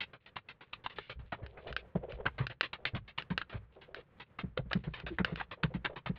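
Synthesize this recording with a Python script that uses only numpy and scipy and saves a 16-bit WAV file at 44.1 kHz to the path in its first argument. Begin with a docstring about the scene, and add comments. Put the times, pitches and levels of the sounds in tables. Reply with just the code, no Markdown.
"""In a small quiet kitchen, a ball of dough is patted flat from palm to palm beside a wood fire.
Each pat is a hissing brush of skin over floury dough, made of clumped noise; firm contacts add slaps that
ring trapped air, and cupped palms add soft low thumps that bounce and sway. Twice a hand reaches away with
a dull rubbing. The fire murmurs and snaps as gas pockets burst; a short room tail follows."""
import sys
import numpy as np
from scipy import signal
from scipy.io import wavfile
from scipy.ndimage import uniform_filter1d

SR = 44100
rng = np.random.default_rng(int(sys.argv[2]) if len(sys.argv) > 2 else 0)


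def log_audio(samples):
    """Write samples as a 16-bit WAV file to the path given in sys.argv[1]."""
    # one column per channel
    frames = np.atleast_2d(samples).T
    # limit to full scale, then quantise
    limited = np.clip(frames, -1, 1)
    pcm = np.round(limited * 32767).astype(np.int16)
    wavfile.write(sys.argv[1], SR, pcm)


N = 272538  # length in samples

# dough landing in a cupped palm: t/s, relative level/dB, central pitch f/Hz
THUMPS = [(1.156, -53, 76), (1.188, -48, 104), (1.418, -40, 106), (1.7, -43.5, 137.4),
          (1.951, -28.5, 174.7), (2.126, -46.5, 128.4), (2.255, -47, 156), (2.401, -31.5, 141.6),
          (2.934, -33, 105.5), (2.95, -37.5, 190), (3.304, -29.5, 181.5), (3.542, -35.5, 104.6),
          (4.434, -33.5, 185), (4.588, -35, 141), (4.654, -45.5, 183), (4.752, -24, 179),
          (4.869, -30.5, 158), (5.033, -40, 157), (5.103, -39.5, 332), (5.198, -23, 179.6),
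          (5.321, -30, 167.6), (5.638, -26, 161.7), (5.746, -29, 181.4), (6.095, -30.5, 180)]
# bright hiss of skin on floury dough: f/Hz, relative density/dB
HISS = [(400, -20.5), (1000, -23), (1800, -3), (2600, -0.5), (3700, -6), (4300, -14), (5200, -31.5),
        (6800, -48), (8000, -60)]


def amp(db):
    """Decibels to gain."""
    return 10 ** (np.asarray(db) / 20)


def unit(x):
    """Scales to an rms of 1."""
    return x / np.sqrt(np.mean(x ** 2) + 1e-20)


def read(points, hz):
    """Joins points by straight lines over log frequency."""
    f, value = np.transpose(points)
    return np.interp(np.log(hz + 1), np.log(f + 1), value)


def add(mix, s, sound):
    """Lays a sound into the mix at time s."""
    part = mix[max(round(s * SR), 0):][:len(sound)]
    part += sound[:len(part)]


def colour(x, spectrum, size=4096):
    """Causal (minimum-phase) filter of unit energy with the given spectrum."""
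    hz = abs(np.fft.fftfreq(size, 1 / SR))
    log_gain = np.log(amp(read(spectrum, hz)))
    response = np.exp(np.conj(signal.hilbert(log_gain)))
    taps = np.fft.ifft(response).real[:size // 2]
    return signal.oaconvolve(x, taps / np.linalg.norm(taps))[:len(x)]


def resonate(x, hz, width_hz):
    """One resonance with a peak gain of 1."""
    return signal.lfilter(*signal.iirpeak(hz, hz / width_hz, SR), x)


def grains(count, clumping_db=3.0, size=40):
    """Noise whose strength varies in clumps about size samples long, like grit under skin."""
    clumps = unit(uniform_filter1d(rng.standard_normal(count), size))
    return unit(rng.standard_normal(count) * amp(clumping_db * clumps))


def stroke(length, rise, sag_db, release):
    """Envelope of a contact: it builds, sags while it lasts, and dies when the hand lifts (times in s)."""
    t = np.arange(SR // 4) / SR
    held = np.minimum(t / length, 1)
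    lifted = np.maximum(t - length, 0)
    return (1 - np.exp(-(t / rise) ** 2)) * amp(sag_db * (.5 - held) - 60 * lifted / release)


def room(x, size=256):
    """A short tail of sparse reflections, each band dying at its own speed."""
    # decay of the room: f/Hz, time to fall by 60 dB/s
    decay_times = [(60, 0.9), (200, 0.29), (600, 0.092), (2500, 0.11), (6000, 0.12)]
    count = SR // 2
    taps = rng.choice([-1, 1], count) * (rng.random(count) < 2500 / SR)  # about 2500 reflections a second
    taps[:SR // 250] = 0  # none within the first 4 ms
    hz, t, bands = signal.stft(taps, SR, nperseg=size)
    fade = amp(-60 * t / read(decay_times, hz)[:, None])
    tail = signal.istft(bands * fade, SR, nperseg=size)[1]
    return signal.fftconvolve(x, tail / np.linalg.norm(tail))[:N]


def ambience(level_db=-68, flutter_db=3.5):
    """The low, gently wavering murmur of the fire and the room: coloured noise with a drifting level."""
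    # murmur: f/Hz, relative density/dB
    murmur_spectrum = [(25, -10), (60, 2), (170, 0), (290, -12.5), (500, -6.5), (650, -15.5), (1100, -15),
                       (1800, -17.5), (3400, -30), (5000, -46), (15000, -55)]
    waver = uniform_filter1d(rng.standard_normal(N), size=3000)
    waver = unit(uniform_filter1d(waver, size=1500))
    return amp(level_db + flutter_db * waver) * unit(colour(rng.standard_normal(N), murmur_spectrum))


def fire(echo_s=0.0009, echo=0.58, fizz_db=-21, fizz_t60=0.027):
    """A gas pocket bursts in the wood: a pulse, its rebound, and a short fizz."""
    # snaps of the burning wood: t/s, relative level/dB
    snap_events = [(1.464, -40), (1.727, -32.5), (1.7651, -22.5), (2.122, -38), (2.4682, -25),
                   (2.61, -15.5), (3.2228, -36.5), (3.378, -18), (3.9459, -32), (4.732, -18), (5.001, -36),
                   (5.247, -18), (5.3589, -30.5)]
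    # snap: f/Hz, relative density/dB
    snap_spectrum = [(80, -19.5), (500, -6.5), (900, -10), (1550, 4), (2200, -5), (2850, 0), (3500, -8.5),
                     (4500, -11.5), (6000, -33.5), (8300, -53), (15000, -51.5), (16200, -65.5)]
    out, t = np.zeros(N), np.arange(SR // 20) / SR
    for s, db in snap_events:
        pop = amp(fizz_db - 60 * t / fizz_t60) * rng.standard_normal(len(t))
        pop[0] -= 1  # the pulse
        pop += echo * np.sinc((t - echo_s) * SR)  # the rebound, of opposite sign
        add(out, s, amp(db) * pop)
    return amp(11.5) * colour(out, snap_spectrum)


def scuffs(landing_db=-29, landing_s=0.0099, wander=0.033):
    """Dull, lumpy rubbing: one broad resonance that shifts from stroke to stroke, under a faint fizz."""
    # separate short scuffs: t/s, length/s, relative level/dB
    short_scuffs = [(1.951, 0.01, -33), (2.025, 0.021, -41), (2.783, 0.14, -60), (4.581, .018, -43),
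                    (5.274, 0.047, -50.5), (5.571, 0.043, -58.5), (5.701, 0.019, -51), (5.895, .03, -46.5)]
    # rubbing of hand, flour and cloth, one curve for each reach of the arm: t/s, level/dB
    reach_curves = [
        [(1.37, -54.5), (1.49, -62.5), (1.59, -51), (1.625, -61.5), (1.67, -41.5), (1.78, -62.5), (1.85, -59),
         (1.91, -76), (2.0, -59), (2.1, -50), (2.17, -55.5), (2.21, -43), (2.27, -69)],
        [(3.74, -75.5), (3.77, -48.5), (3.82, -76), (3.9, -60.5), (3.99, -51), (4.04, -75.5)],
    ]
    # scuff: f/Hz, relative density/dB
    scuff_spectrum = [(60, -4), (280, -16), (400, 2), (500, 3.5), (640, -0.5), (850, -11), (1300, -19.5),
                      (3500, -35), (5500, -76.5)]
    # each landing of the dough also scuffs the palm, landing_db relative to its thump
    landings = [(s, landing_s, db + landing_db) for s, db, _ in THUMPS]
    strokes = []
    for s, length, db in list(short_scuffs) + landings:
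        strokes.append((s, amp(db) * stroke(length, rise=0.0027, sag_db=4.0, release=0.076)))
    for curve in reach_curves:
        s, db = np.transpose(curve)
        t = np.arange(s[0], s[-1], 1 / SR)
        strokes.append((s[0], amp(np.interp(t, s, db))))
    out = np.zeros(N)
    for s, pressure in strokes:
        shift = 1 + wander * (2 * rng.random() - 1)  # up to 3.3 % either way
        shifted = [(f * shift, level) for f, level in scuff_spectrum]
        rub = colour(pressure * grains(len(pressure), clumping_db=4.0, size=400), shifted)
        add(out, s, unit(rub) * np.sqrt(np.mean(pressure ** 2)))  # keeps the rms of the pressure
    return out


def fingers(per_s=5, top_db=-72, spread_db=3.0):
    """Faint stray touches of the fingertips at random times: grainy noise with the hiss of the pats."""
    pressure = np.zeros(N)
    for when, length, strength in rng.random((round(per_s * N / SR), 3)):
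        touch = stroke(0.014 + 0.1 * length, rise=0.0078, sag_db=9, release=0.067)
        touch_db = top_db + spread_db * (2 * strength - 2)
        add(pressure, when * N / SR, amp(touch_db) * touch)
    return colour(pressure * grains(N, clumping_db=6.5), HISS)


def thumps(sway_hz=61, sway_t60=0.28, ring_t60=0.11, ring_db=-14, glide=0.046, wobble=0.053,
           flesh_db=-10, flesh_t60=0.037):
    """The soft mass bounces unevenly in the palm, its pitch sinking, and leaves a deep sway behind."""
    # flesh noise of a landing: f/Hz, relative density/dB
    flesh_spectrum = [(40, -10.5), (130, 8.5), (270, -2.5), (420, -4), (800, -19.5), (2000, -24),
                      (5000, -82)]
    base_hz, base_s, stretch = 170, 0.024, 0.94  # push length up to that pitch; exponent of growth above it
    base_sway_db, sway_db_per_oct = -38, -1  # sway at base_hz; lower landings sway more
    out, t = np.zeros(N), np.arange(SR // 3) / SR
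    for s, db, hz in THUMPS:
        length = base_s * max(hz / base_hz, 1) ** stretch
        push = np.minimum(t / length, 1)
        ring = amp(ring_db) * push * amp(-60 * np.maximum(t - length, 0) / ring_t60)
        swell = abs(np.sin(np.pi * push ** 0.71)) + ring
        wander = unit(uniform_filter1d(rng.standard_normal(len(t)), size=200))
        # the pitch sinks as the dough settles
        turns = np.cumsum(hz * (1 + glide * (.5 - push) + wobble * wander)) / SR
        flesh_level = amp(flesh_db) * swell + amp(-20.5 - 60 * t / flesh_t60) * push
        flesh = flesh_level * unit(colour(rng.standard_normal(len(t)), flesh_spectrum))
        sway_turns = np.cumsum(sway_hz * (1 + 0.24 * wander)) / SR
        sway_db = base_sway_db + sway_db_per_oct * np.log2(hz / base_hz)
        sway = push * amp(sway_db - 60 * t / sway_t60) * np.sin(2 * np.pi * sway_turns)
        bounce = swell * np.sin(2 * np.pi * turns)
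        add(out, s, amp(db) * (bounce + flesh) + sway)  # the sway does not follow the thump's level
    return amp(0.9) * out


def slaps(rise=0.00066, pocket_width_hz=160, pocket_db=0, palm_echo=0.32):
    """Skin meets dough in a cluster of tiny contacts, which ring the air trapped between them."""
    # firm contacts: t/s, relative level/dB, air pocket f/Hz, crisp treble level relative to the slap/dB
    slap_events = [(0.365, -39, 1023, -4), (0.7312, -44.5, 1210, 4), (0.861, -33.5, 930, -5.5),
                   (0.984, -37, 448, -7.5), (1.3216, -37.5, 796, -11.5), (2.262, -24, 1490, -10.5),
                   (2.731, -44.5, 970, 3), (2.852, -30, 2090, -4), (3.183, -38.5, 1018, 4),
                   (3.414, -36, 1426, -8), (4.388, -45.5, 2205, -13.5), (4.5739, -29.5, 512, -9),
                   (4.711, -36.5, 1350, -12.5), (5.185, -32, 1900, -16), (5.399, -37, 1620, -10),
                   (5.4105, -34, 874, -13.5), (5.6334, -29.5, 1484, -3.5), (5.849, -37, 1560, 0),
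                   (5.857, -31.5, 1680, -5.5), (6.059, -40.5, 930, -13)]
    # smack: f/Hz, relative density/dB
    smack_spectrum = [(60, -0.5), (250, -4), (550, -0.5), (1600, 5.5), (2400, -7), (4000, -35.5),
                      (5500, -68)]
    # crisp edge: f/Hz, relative density/dB
    crisp_spectrum = [(1200, -26), (2700, 9.5), (3800, 4.5), (4500, -9.5), (5300, -36), (7000, -32.5),
                      (8300, -63)]
    ordinary_db, ordinary_t60 = -34.5, 0.03  # an ordinary slap and its decay in s
    damping = 0.24  # dB by which the decay shortens per dB of extra force
    out, t = np.zeros(N), np.arange(SR // 8) / SR
    for s, db, hz, crisp_db in slap_events:
        force_db = db - ordinary_db
        t60 = ordinary_t60 * amp(-damping * force_db)
        contact = (1 - np.exp(-t / rise)) * amp(-60 * t / t60)
        burst = contact * grains(len(t), clumping_db=5.5, size=20)
        add(burst, 1 / hz, palm_echo * burst.copy())  # the hollow of the palm sends it back one period later
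        smack = colour(burst, smack_spectrum)
        pocket = unit(resonate(smack, hz, pocket_width_hz))
        hollow = unit(unit(smack) + amp(pocket_db) * pocket)
        sound = hollow + amp(crisp_db) * unit(colour(burst, crisp_spectrum))
        add(out, s, amp(db) * sound * np.std(contact))
    return amp(7.0) * out


def brushes(palm_echo=0.41):
    """Floury skin slides on dough: a bright hiss over a duller body, tinted by the gap between the palms."""
    # pats from palm to palm: t/s, relative hiss level/dB, body relative to hiss/dB
    pat_events = [(.004, -38.5, -13), (0.131, -59, 6), (.259, -57.5, -5), (.357, -51, 0.5),
                  (0.485, -50.5, -6.5), (0.607, -57, 1.5), (0.726, -58.5, -14.5), (0.838, -54, -3),
                  (1.094, -46, -4), (1.19, -68.5, 4.5), (1.32, -52, 11.5), (1.572, -70.5, 19.5),
                  (1.773, -53.5, -9), (2.254, -51.5, 16.5), (2.38, -47.5, 5), (2.496, -51.5, 1),
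                  (2.628, -39, -7.5), (2.729, -51, 3), (2.854, -39.5, -8.5), (2.947, -45.5, 1.5),
                  (3.077, -53, -8), (3.176, -43, -5), (3.301, -52.5, 7), (3.386, -55.5, -3.5),
                  (3.494, -55.5, 1), (3.812, -57, -4.5), (4.197, -51, -3), (4.385, -48, 1.5),
                  (4.568, -65.5, 13), (4.709, -55.5, 10.5), (4.837, -57, 2.5), (4.935, -46.5, -5),
                  (5.063, -47, 3), (5.184, -58, 19.5), (5.51, -48, 1), (5.629, -51, 10), (5.738, -56, 3),
                  (5.844, -50, 9.5), (5.958, -51, 5), (6.059, -47, 3.5), (6.156, -59, -1)]
    # dough sliding round on the palm between pats: t/s, length/s, relative hiss level/dB, body re hiss/dB
    slide_events = [(0.896, 0.042, -55, -4.5), (0.958, 0.17, -59, -19), (1.427, 0.045, -71.5, 12),
                    (1.669, 0.044, -52.5, -4.5), (2.093, 0.065, -60.5, -2), (2.408, 0.046, -60.5, 9.5),
                    (3.524, 0.055, -59, 8), (3.954, 0.059, -58.5, -2), (4.972, 0.055, -58.5, 3.5),
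                    (5.243, 0.091, -57.5, 5.5), (5.37, 0.071, -55.5, 2)]
    # duller body of the brush: f/Hz, relative density/dB
    body_spectrum = [(30, -6.5), (130, 6), (240, -9), (560, 1), (740, -4.5), (970, 0.5), (1500, -2),
                     (2200, -5.5), (4000, -34.5), (5500, -69)]
    pat_s, shortening = 0.033, 0.071  # contact time with body equal to hiss; dB it shortens per dB of body
    hiss, body = np.zeros(N), np.zeros(N)
    pats = [(s, pat_s * amp(-shortening * body_db), db, body_db) for s, db, body_db in pat_events]
    for s, length, db, body_db in pats + list(slide_events):
        pressure = amp(db) * stroke(length, rise=.002, sag_db=10.5, release=0.043)
        gap = round(SR * rng.uniform(.0008, .0022))  # round trip to the facing palm, new with each contact
        for layer, gain in ((hiss, 1), (body, amp(body_db))):
            rub = pressure * grains(len(pressure), clumping_db=2.0)
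            add(layer, s, gain * rub)
            add(layer, s + gap / SR, -palm_echo * gain * rub)
    return amp(-1.6) * colour(hiss, HISS) + amp(-0.16) * colour(body, body_spectrum)


def scene():
    """Hands and fire close by, in a nearly dry room."""
    near = brushes() + slaps() + fingers() + scuffs() + fire()
    low = thumps()
    reflections = amp(-18.5) * room(near) + amp(-21.0) * room(low)
    return (near + low + reflections + ambience())[None]


def record(dry, edge_hz=16200):
    """Limits the top of the band with a steep linear-phase low-pass."""
    low_pass = signal.firwin(511, edge_hz, window=("kaiser", 9), fs=SR)
    return signal.oaconvolve(dry, low_pass[None], "same")


dry = scene()
out = record(dry)
log_audio(out)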